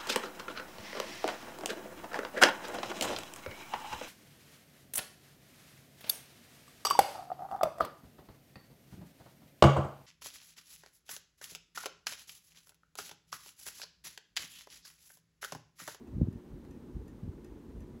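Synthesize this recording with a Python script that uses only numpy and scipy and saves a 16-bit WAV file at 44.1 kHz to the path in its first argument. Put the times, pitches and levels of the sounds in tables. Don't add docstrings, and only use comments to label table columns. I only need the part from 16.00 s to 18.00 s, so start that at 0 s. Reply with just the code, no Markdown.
import sys
import numpy as np
from scipy import signal
from scipy.fft import rfft, irfft, next_fast_len
from scipy.io import wavfile
from scipy.ndimage import map_coordinates

SR = 44100
rng = np.random.default_rng(int(sys.argv[2]) if len(sys.argv) > 2 else 0)


def dump_mix(stems):
    frames = np.atleast_2d(stems).T
    limited = np.clip(frames, -1, 1)
    pcm = np.round(limited * 32767).astype(np.int16)
    wavfile.write(sys.argv[1], SR, pcm)


N = 88200


def amp(db):
    return 10 ** (np.asarray(db) / 20)


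def unit(x):
    return x / np.sqrt(np.mean(x ** 2) + 1e-20)


def clock():
    return np.arange(N) / SR


def filtered(x, response):
    size = next_fast_len(N + SR // 2)
    hz = np.fft.rfftfreq(size, 1 / SR)
    return irfft(rfft(x, size) * response(hz), size)[:N]


def noise(colour):
    point_hz, point_db = np.transpose(colour)

    def response(hz):
        return amp(np.interp(np.log(hz + 1), np.log(point_hz + 1), point_db))

    return unit(filtered(rng.standard_normal(N), response))


def wobble(rate):
    knots = rng.standard_normal(256)
    return map_coordinates(knots, [clock() * rate], mode="mirror")


def tone(hz, drift=0):
    return np.sqrt(2) * np.sin(2 * np.pi * (hz * clock() + rng.random()) + drift)


BLOW_ATTACK_S = 0.00026


def fade(start, t60):
    t = np.maximum(clock() - start, 0)
    rise = 1 - np.exp(-t / BLOW_ATTACK_S)
    return rise * amp(-60 * np.minimum(t / t60, 10))


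ROOM_DB, ROOM_T60_S, ROOM_DULL_HZ = -2, 0.26, 7000


def in_room(x):
    t = np.arange(SR // 3) / SR
    tail = rng.standard_normal(len(t)) * amp(-60 * t / ROOM_T60_S)
    wet = signal.fftconvolve(x, tail / np.linalg.norm(tail))[:N]
    return x + amp(ROOM_DB) * filtered(wet, lambda hz: 1 / (1 + (hz / ROOM_DULL_HZ) ** 2))


# frequency_hz, relative_level_db
HISS_COLOUR = [(300, 5.5), (2000, -0.5), (3500, -0.5), (5000, -4.5), (6800, -5), (7600, -9), (8800, -6),
               (10400, -12), (11500, -8.5), (13000, -9.5), (15700, -12)]
HISS_DB = -72.5


def hiss():
    return amp(HISS_DB) * noise(HISS_COLOUR)


# multiple (of the base pitch), level_db (rms)
WHINE_HARMONICS = [(3, -95), (4, -94.5), (5, -102), (6, -95), (7, -98), (8, -99), (9, -101), (10, -101),
                   (12, -100)]
WHINE_HZ = 999.2


def whine():
    return sum(amp(db) * tone(round(multiple) * WHINE_HZ) for multiple, db in WHINE_HARMONICS)


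# middle_s, level_db (peak before the port filter), centre_hz
AIR_PUFFS = [(0.168, -28, 135), (0.1829, -28.5, 135), (0.2141, -25.5, 260), (0.2175, -15.5, 132),
             (0.2233, -29.5, 105), (0.2309, -21.5, 119), (0.240, -26.5, 138), (0.274, -33, 220),
             (0.2862, -23.5, 137), (0.359, -34.5, 144), (0.536, -46.5, 89), (0.9673, -32.5, 114),
             (1.2328, -31, 121), (1.243, -35, 103), (1.279, -32, 129), (1.291, -30.5, 62.4)]
PORT_LOW_HZ = 66


def puffs():
    pressure = np.zeros(N)
    for middle, db, hz in AIR_PUFFS:
        u = 2 * np.pi * hz * (clock() - middle)
        pressure -= amp(db) * u * np.exp((1 - u * u) / 2)
    port = signal.butter(N=3, Wn=PORT_LOW_HZ, btype="highpass", fs=SR, output="sos")
    return signal.sosfilt(port, pressure)


# time_s, level_db
EDDY_LEVEL = [(0, -77), (0.1, -50.5), (0.17, -35), (0.24, -32), (0.31, -49), (0.365, -46.5), (0.43, -75),
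              (0.541, -46), (0.59, -57.5), (0.91, -55.5), (0.97, -41.5), (1.04, -50.5), (1.18, -56),
              (1.28, -45), (1.35, -55), (1.46, -55.5), (1.51, -50), (1.61, -63.5), (1.82, -44), (1.88, -57),
              (1.94, -49), (2, -56.5)]
# frequency_hz, relative_level_db
EDDY_SPECTRUM = [(15, -44), (28, -22), (45, 8), (70, 2.5), (150, -5.5), (250, -11), (400, -25.5),
                 (700, -41), (1500, -73)]


def eddies():
    level_db = np.interp(clock(), *np.transpose(EDDY_LEVEL))
    return amp(level_db) * noise(EDDY_SPECTRUM)


# start_s, level_db
HOUSING_CLICKS = [(0.6486, -56), (1.234, -60)]
# frequency_hz, relative_level_db
CLICK_SPECTRUM = [(500, -21), (900, -8), (1250, -0.5), (1600, -4.5), (2300, -18), (5300, -19), (7000, -26),
                  (15000, -24)]
CLICK_T60_S = 0.024


def clicks():
    envelope = sum(amp(db) * fade(start, CLICK_T60_S) for start, db in HOUSING_CLICKS)
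    return in_room(noise(CLICK_SPECTRUM) * envelope)


# start_s, level_db
TURN_TICKS = [(0.0724, -68.5), (0.327, -65.5), (0.7092, -64), (1.0798, -61), (1.445, -59.5),
              (1.8050, -63.5)]
# pitch_hz, relative_level_db, t60_s
FITTING_MODES = [(1827, -3, 0.14), (2545, -7.5, 0.075), (2690, -6, 0.086), (3490, -9.5, 0.035),
                 (4220, -13.5, .04), (4984, -6, .04), (6050, -4.5, 0.073), (6600, -18, .035),
                 (7090, -1.5, 0.029), (8480, -10.5, 0.024), (8300, -7, .022), (9530, -8, 0.044),
                 (11320, -2, 0.026)]
CRACK_DB, CRACK_T60_S = 1.5, 0.021


def ticks():
    out = np.zeros(N)
    for start, db in TURN_TICKS:
        ring = np.zeros(N)
        for hz, mode_db, t60 in FITTING_MODES:
            strength_db = mode_db + rng.normal(0, 1)
            ring += amp(strength_db) * tone(hz) * fade(start, t60)
        crack = amp(CRACK_DB) * rng.standard_normal(N) * fade(start, CRACK_T60_S)
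        out += amp(db) * in_room((ring + crack) / 2)
    return out


# pitch_hz, level_db
HUM_TONES = [(148, -66), (237, -66.5), (286, -71.5), (362, -63), (980, -89)]
HUM_WAVER, HUM_WAVER_RATE = 0.21, 8.38
HUM_DRIFT_RAD, HUM_DRIFT_RATE = 0.58, 10


def hum():
    out = np.zeros(N)
    for hz, db in HUM_TONES:
        waver = 1 + HUM_WAVER * wobble(HUM_WAVER_RATE)
        drift = HUM_DRIFT_RAD * wobble(HUM_DRIFT_RATE)
        out += amp(db) * waver * tone(hz, drift)
    return out


# frequency_hz, relative_level_db
WASH_COLOUR = [(20, -18.5), (45, -4), (100, -7.5), (180, -0.5), (240, 4.5), (360, -0.5), (440, -5),
               (520, -10.5), (700, -19.5), (900, -17), (1250, -24.5), (2000, -30.5), (4000, -50)]
WASH_DB, SWELL_DB, BLADE_HZ = -52, 1.17, 16


def wash():
    level_db = WASH_DB + SWELL_DB * tone(BLADE_HZ)
    return amp(level_db) * noise(WASH_COLOUR)


def scene():
    electronics = hiss() + whine()
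    draught = puffs() + eddies()
    fan = clicks() + ticks() + hum() + wash()
    return (electronics + draught + fan)[None]


TOP_HZ = 15780


def record(dry):
    return filtered(dry[0], lambda hz: hz < TOP_HZ)[None]


dry = scene()
out = record(dry)
dump_mix(out)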